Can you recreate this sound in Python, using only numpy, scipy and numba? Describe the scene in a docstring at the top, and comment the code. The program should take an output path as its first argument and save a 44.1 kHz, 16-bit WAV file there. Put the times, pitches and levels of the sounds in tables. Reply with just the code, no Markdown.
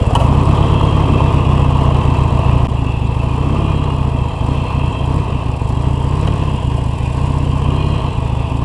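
"""A big V-twin motorcycle, heard from the saddle: its revs climb from a slow start, with a clank, to a fast idle.
After a brief drop in level it runs on at uneven revs that rise and fall, now and then missing a few beats.
Unevenly spaced firings thump through the silencer and bark in the pipe; the intake gulps and the airbox rings.
The chain whirrs over a rumbling crankcase, valves tick, cooling fins ring and the casing knocks.
One crankshaft drives the periodic parts; engine parts grow louder with the revs and the bark rises as it pulls."""
import sys
import numpy as np
from scipy import signal
from scipy.fft import rfft, irfft
from scipy.io import wavfile
from scipy.ndimage import uniform_filter1d
from numba import njit

SR = 44100
rng = np.random.default_rng(int(sys.argv[2]) if len(sys.argv) > 2 else 0)


def int16_out(signal):
    """Quantize to a 16-bit WAV file."""
    q = np.round(np.clip(np.atleast_2d(signal).T, -1, 1) * 32767)
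    wavfile.write(sys.argv[1], SR, q.astype(np.int16))


N = 381024
TIME = np.arange(N) / SR

# where in the two-turn cycle each exhaust valve opens [cycles]
FRONT, REAR = .072, .519
# the level dips here [s] and the engine resumes this much further on in its cycle [cycles]
BREAK_S, BREAK_CYCLES = 2.67, .41
# cooling fins and rocker covers: (centre [Hz], width [Hz], level [dB])
FIN_MODES = [(1936, 20, -10), (2461, 22, 0), (2545, 26, -4), (2650, 42, 2), (2840, 60, -1), (3030, 90, -7),
             (3194, 60, -3), (3400, 120, -12), (3896, 65, -14), (4160, 70, -15)]
# valve train ring: (centre [Hz], width [Hz], level [dB])
VALVE_MODES = [(4610, 210, 1.5), (5280, 970, -5), (7040, 55, 2.5), (7490, 144, 1), (8130, 490, -1),
               (9890, 880, -6.5)]


def undb(db):
    """Decibels to gain."""
    return 10 ** (np.asarray(db) / 20)


def unit(x):
    """Scale to rms 1."""
    return x / np.sqrt(np.mean(x ** 2))


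def noise():
    """White noise."""
    return rng.standard_normal(N)


def wander(rate):
    """Random drift in straight lines, rms 1, changing at up to about rate Hz."""
    steps = TIME * 2.2 * rate
    values = rng.standard_normal(16384)
    return unit(np.interp(steps, np.arange(len(values)), values))


def curve(points):
    """Join (time [s], value) points by straight lines."""
    return np.interp(TIME, *np.transpose(points))


def burst(s, db, decay):
    """Level of a contact that starts at once and dies away."""
    return undb(db) * (TIME >= s) * np.exp(-np.abs(TIME - s) / decay)


def band(x, hz, width):
    """One resonance, gain 1 at its centre."""
    return signal.lfilter(*signal.iirpeak(hz, hz / width, fs=SR), x)


def ring(x, modes):
    """A body's resonances; neighbours swing in opposite senses."""
    return sum((-1) ** k * undb(db) * band(x, hz, width) for k, (hz, width, db) in enumerate(modes))


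@njit
def sweep(x, hz, width):
    """A resonance whose centre and width [Hz] move, as a state-variable filter."""
    y, b, l = np.empty(len(x)), 0., 0.
    for i in range(len(x)):
        g, k = np.tan(np.pi * hz[i] / SR), width[i] / hz[i]
        v = (b + g * (x[i] + 1e-18 - l)) / (1 + g * (g + k))
        b, l, y[i] = 2 * v - b, l + 2 * g * v, k * v
    return y


def cut(x, hz, kind, order=2):
    """Low-pass or high-pass."""
    return signal.sosfilt(signal.butter(order, hz, kind, fs=SR, output="sos"), x)


def colour(x, points):
    """Shape a spectrum by (frequency [Hz], level [dB]) points."""
    hz, db = np.transpose(points)
    bins = np.maximum(np.fft.rfftfreq(N, 1 / SR), 1)
    return irfft(rfft(x) * undb(np.interp(np.log(bins), np.log(hz), db)), N)


def strokes(cycle, place):
    """Sample numbers at which the engine passes a place in its cycle."""
    return np.flatnonzero(np.diff(np.floor(cycle - place)) > 0)


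def stroke_pulses(cycle, lag_cycles, height):
    """One equal pulse per cylinder and cycle, a lag after its exhaust valve opens."""
    pulses = np.zeros(N)
    for place in (FRONT, REAR):
        pulses[strokes(cycle, place + lag_cycles)] = height
    return pulses


def loudness(rpm, idle_db, moving_db, revs_db, pull_db):
    """Gain of an engine part: it follows the revs, and shifts again while the engine gathers speed."""
    # the stated levels hold at cruise; below the low revs they stop falling
    cruise_rpm, low_rpm, full_pull_rpm_per_s = 1830, 1450, 4500
    doublings = np.log2(np.maximum(rpm, low_rpm) / cruise_rpm)
    pull = np.clip(np.gradient(rpm) * SR / full_pull_rpm_per_s, 0, 1)
    pull = uniform_filter1d(pull, size=SR // 8)
    base_db = np.where(TIME < BREAK_S, idle_db, moving_db)
    return undb(base_db + revs_db * doublings + pull_db * pull)


def firings(cycle, rear_db, scatter_db, suck):
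    """One pressure pulse per exhaust stroke; in runs of faltering strokes a small backward pulse comes instead."""
    # runs of faltering strokes, each giving a small backward pulse: (start [s], strokes affected [count],
    # spacing [strokes])
    faltering_runs = [(.43, 5, 4), (1.06, 4, 4), (2.01, 4, 4), (4.29, 3, 1), (4.64, 3, 1), (4.9, 3, 1),
                      (5.22, 3, 1), (5.38, 2, 1), (5.57, 1, 1), (6.36, 1, 1), (6.57, 2, 1), (6.96, 1, 1),
                      (7.98, 2, 1), (8.11, 2, 1), (8.47, 1, 1)]
    pulses = np.zeros(N)
    for place, db in ((FRONT, 0), (REAR, rear_db)):
        at = strokes(cycle, place)
        pulses[at] = undb(db + scatter_db * rng.standard_normal(len(at)))
    at = np.flatnonzero(pulses)
    for start, missed, every in faltering_runs:
        first = np.abs(TIME[at] - start).argmin()
        pulses[at[first::every][:missed]] = -suck
    return pulses


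def pumping(cycle, lag_cycles, depth):
    """As each piston turns down again it draws gas back, so the rumble carries through a misfire."""
    return stroke_pulses(cycle, lag_cycles, -depth)


def thump(pulses, pace):
    """The silencer rounds each pulse into push, pull and push; hotter gas at higher revs raises its notes."""
    # silencer resonances at mean revs: (centre [Hz], width [Hz], level [dB])
    silencer = [(65.5, 34, -1.5), (137.6, 64.4, 2), (159.8, 45.6, 1), (256.7, 32, -15)]
    puff = cut(pulses, 217, "low")
    heat = pace ** .25
    total = np.zeros(N)
    for k, (hz, width, db) in enumerate(silencer):
        total += (-1) ** k * undb(db) * sweep(puff, hz * heat, width * heat)
    return unit(total / heat)


def bark(pulses, echo_s, echo_db, rush_db):
    """The sharp front of each pulse rings the pipe and returns once from its end; turbulence follows."""
    # higher pipe resonances: (centre [Hz], width [Hz], level [dB])
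    pipe_modes = [(219.8, 42, 5), (266.6, 44, 5.5), (379, 22.4, -4), (463, 32, -12), (664, 27, -12.5)]
    echo = np.interp(TIME - echo_s, TIME, pulses)
    fronts = pulses - undb(echo_db) * echo
    # gas rush dies away over 18 ms
    flow = signal.lfilter([1], [1, -np.exp(-1 / (0.018 * SR))], np.abs(pulses))
    rush = flow * noise()
    pipe = ring(unit(fronts) + undb(rush_db) * unit(rush), pipe_modes)
    return unit(cut(cut(pipe, 144, "high", order=3), 700, "low"))


def throttle_blips():
    """Short twists of the throttle raise the bark and the airbox."""
    # twists of the throttle: (time [s], level [dB])
    blips = [(1.12, 3.5), (3.57, 3.5), (8.58, 2)]
    blip_s = 0.11
    return undb(sum(db * np.exp(-((TIME - s) / blip_s) ** 2) for s, db in blips))


def intake(cycle, lag_cycles, length_s):
    """Each piston gulps air a little after its exhaust stroke, whether it fired or not."""
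    gulps = stroke_pulses(cycle, lag_cycles, 1)
    bell_time = np.arange(-SR // 20, SR // 20) / SR
    bell = np.exp(-.5 * (bell_time / length_s) ** 2)
    return unit(cut(signal.fftconvolve(gulps, bell, "same"), 30, "high"))


def airbox(cycle, lag_cycles):
    """Each inlet valve snaps open after its exhaust stroke and rings the airbox."""
    # airbox resonances: (centre [Hz], width [Hz], level [dB])
    airbox_modes = [(295, 104, 0), (391, 41, 1.5)]
    snaps = stroke_pulses(cycle, lag_cycles, 1)
    return unit(cut(cut(ring(snaps, airbox_modes), 185, "high", order=3), 640, "low"))


def chain(cycle, rpm, spread, whirr_db, case_hz):
    """Links meet the sprocket 68 times a cycle; uneven links give sidebands, slack smears them into a whirr."""
    links = 68
    orders = np.arange(28, 90)
    place = np.linspace(0, 1, 2048)
    # one cycle of mesh sound, its orders fading either side of the link rate
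    waves = np.cos(2 * np.pi * (place[:, None] * orders + rng.random(len(orders))))
    lap = waves @ (1 / np.hypot(1, (orders - links) / spread))
    mesh = np.interp((cycle + .001 * wander(30)) % 1, place, lap)
    hz = links * rpm / 120
    whirr = sweep(noise() * undb(3.0 * wander(100)), hz, 0.94 * hz)
    # the chain case lets little treble out
    return unit(cut(unit(mesh) + undb(whirr_db) * unit(whirr), case_hz, "low", order=8))


def crankcase():
    """Gears and bearings rumble unevenly through the case."""
    # crankcase rumble and gear noise: (frequency [Hz], spectral level [dB])
    case_colour = [(300, -3), (480, 3.5), (560, -6), (660, 1.5), (770, -9), (870, 0), (1050, 0.5),
                   (1230, -5), (1400, -19.5), (1600, -20), (2200, -21.5), (3300, -25), (4500, -34),
                   (6300, -37), (11000, -53.5)]
    rumble = colour(noise() * undb(2.5 * wander(200)), case_colour)
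    return unit(cut(rumble, 400, "high", order=3))


def shade_drive(drive, turn):
    """The rider's turned head colours the chain and crankcase."""
    # effect of a full head turn: (frequency [Hz], level [dB])
    head_shadow = [(450, -1), (750, -4), (1080, -2.5), (1280, -15), (1450, 2), (1800, 1.5)]
    return (1 - turn) * drive + turn * colour(drive, head_shadow)


def valve_taps(cycle, scatter_db, clatter_db):
    """Short bursts of metal contact at fixed places in the cycle, over a steady clatter."""
    # valve taps: (place [cycles], decay either side [cycles], level [dB])
    taps = [(.19, 0.037, -4), (.53, 0.1, -7), (0.908, 0.084, -4)]
    force = undb(clatter_db)
    for place, length, db in taps:
        away = (cycle - place + .5) % 1 - .5
        force = force + undb(db + scatter_db * wander(28)) * np.exp(-np.abs(away) / length)
    return force * noise() * undb(2 * wander(720))


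def valve_gear(cycle):
    """Taps with little clatter between them ring the valve train brightly."""
    taps = valve_taps(cycle, scatter_db=1.5, clatter_db=-16.0)
    return unit(cut(ring(taps, VALVE_MODES), 3500, "high"))


def fins(taps, sway_db):
    """Each fin rings on its own note, swelling and fading as the rider's head moves."""
    total = np.zeros(N)
    for k, (hz, width, db) in enumerate(FIN_MODES):
        total += (-1) ** k * undb(db + sway_db * wander(2.2)) * band(taps, hz, width)
    return unit(total)


def knocks(blow_db, valve_db):
    """Starter and gearbox knocks, a hard blow and a short rattle, ring the casing, fins and valve gear."""
    # knocks: (time [s], level [dB], decay [s], fins' answer relative to the knock [dB])
    knock_list = [(0.151, -4, 0.01, -14.5), (0.2, -16.5, 0.041, -20), (1.342, -15, 0.004, -22),
                  (2.391, -14.5, 0.0028, -17), (3.232, -21, 0.0046, -18.5), (4.376, -30, 0.0025, -12),
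                  (5.884, -24, 0.0028, -20), (6.274, -12.5, 0.0018, -11), (6.78, -18.5, 0.0042, -25),
                  (7.268, -19.5, .003, -22)]
    # the casing under a knock: (centre [Hz], width [Hz], level [dB])
    casing = [(510, 90, 4), (660, 80, 6), (970, 78, 7.5), (1120, 60, 3), (1340, 25, -4), (1880, 63, -16),
              (2580, 170, -9.5), (3050, 67, -11), (6500, 6000, -31)]
    contact = sum(burst(s, db, decay) for s, db, decay, _ in knock_list)
    at_fins = sum(burst(s, db + fin_db, decay) for s, db, decay, fin_db in knock_list)
    rattle = noise()
    total = np.zeros(N)
    for modes, force in ((casing, contact), (FIN_MODES, at_fins), (VALVE_MODES, undb(valve_db) * contact)):
        blow = undb(blow_db) * np.diff(force, prepend=0)
        # a steady rattle would ring each body at level 1
        total += ring(force * rattle + blow, modes) / np.std(ring(rattle, modes))
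    return total


def bright_tick():
    """One light, bright tick of decaying noise."""
    # the tick: (time [s], level before filtering [dB], decay [s])
    tick = (5.69, -29, .004)
    return burst(*tick) * cut(cut(noise(), 4000, "high"), 9000, "low")


def scene():
    """One crankshaft times the firings, gulps, chain and valves; the metal rings and knocks join them."""
    # crankshaft speed: (time [s], speed [rpm])
    speed = [(0.0, 825), (0.29, 1847), (0.54, 2119), (0.93, 2121), (1.32, 1919), (2.49, 1725), (2.96, 1564),
             (3.27, 1659), (3.61, 2139), (4.42, 1507), (4.52, 1857), (5.1, 1797), (5.15, 2100), (5.6, 1436),
             (5.88, 1812), (6.03, 1752), (6.29, 2237), (6.67, 1687), (7.06, 1658), (7.24, 1894),
             (7.55, 1860), (7.98, 2079), (8.17, 1626), (8.64, 1642)]
    # the rider looks away, baring the valve gear and shading chain and airbox: (time [s], share of full turn)
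    head_turn = [(4.2, 0.25), (6.1, 0.59), (6.75, 0.89), (7.3, .9), (7.8, 0.47)]
    # the fin ring swells and fades as the rider's head moves: (time [s], level [dB])
    fin_swell = [(.3, 0.5), (1.6, -1.5), (3.6, -1), (4.1, -3), (4.6, 1.5), (5.2, -1.5), (6.0, -3.5),
                 (7.5, -3), (7.8, 1), (8.64, -1.5)]
    # part levels: (at idle [dB], on the move [dB], per doubling of revs [dB], added at full pull [dB])
    beat_db = (-11, -15, 2, 0.4)
    bark_db = (-22, -26, 6.5, 3)
    airbox_db = (-28.5, -34, 11.5, -0.5)
    chain_db = (-26, -30, 9.5, 2)
    valve_db = (-49, -51.5, 3, 4)
    fin_db = (-33.5, -35.5, 4.5, -3.5)
    # level changes at a full head turn
    turn_valve_db, turn_airbox_db = 4.5, -5.5

    rpm, turn = curve(speed), curve(head_turn)
    # two turns of the crank make one cycle
    cycle = np.cumsum(rpm / 120) / SR + BREAK_CYCLES * (TIME > BREAK_S)
    throttle = throttle_blips()

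    beat_gain = loudness(rpm, *beat_db)
    pulses = firings(cycle, rear_db=0.8, scatter_db=0.93, suck=0.59)
    exhaust = pulses + pumping(cycle, lag_cycles=0.2833, depth=0.24)
    gas = beat_gain * thump(exhaust, rpm / rpm.mean())
    gas += throttle * loudness(rpm, *bark_db) * bark(pulses, echo_s=0.00834, echo_db=-4.0, rush_db=-4)
    gas += beat_gain * undb(-22) * intake(cycle, lag_cycles=.465, length_s=0.0053)
    airbox_gain = throttle * loudness(rpm, *airbox_db) * undb(turn_airbox_db * turn)
    gas += airbox_gain * airbox(cycle, lag_cycles=.325)

    drive = chain(cycle, rpm, spread=6.1, whirr_db=-2.5, case_hz=1073) + undb(3.0) * crankcase()
    metal = loudness(rpm, *chain_db) * shade_drive(drive, turn)
    valve_gain = loudness(rpm, *valve_db) * undb(turn_valve_db * turn ** 2)
    metal += valve_gain * valve_gear(cycle)
    fin_gain = loudness(rpm, *fin_db) * undb(curve(fin_swell))
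    metal += fin_gain * fins(valve_taps(cycle, scatter_db=0.5, clatter_db=-1.5), sway_db=2.5)
    metal += knocks(blow_db=15, valve_db=-45) + bright_tick()

    # everything drops to a twentieth for about 12 ms
    gap = 1 - .95 * np.exp(-((TIME - BREAK_S - .007) / .006) ** 4)
    return ((gas + metal) * gap)[None]


def record(dry):
    """The microphone rounds the loudest peaks and loses the top octave."""
    top_hz = 11200
    rounded = dry / (1 + (dry / .97) ** 8) ** (1 / 8)
    return signal.sosfilt(signal.ellip(6, .3, 70, top_hz, fs=SR, output="sos"), rounded)


dry = scene()
out = record(dry)
int16_out(out)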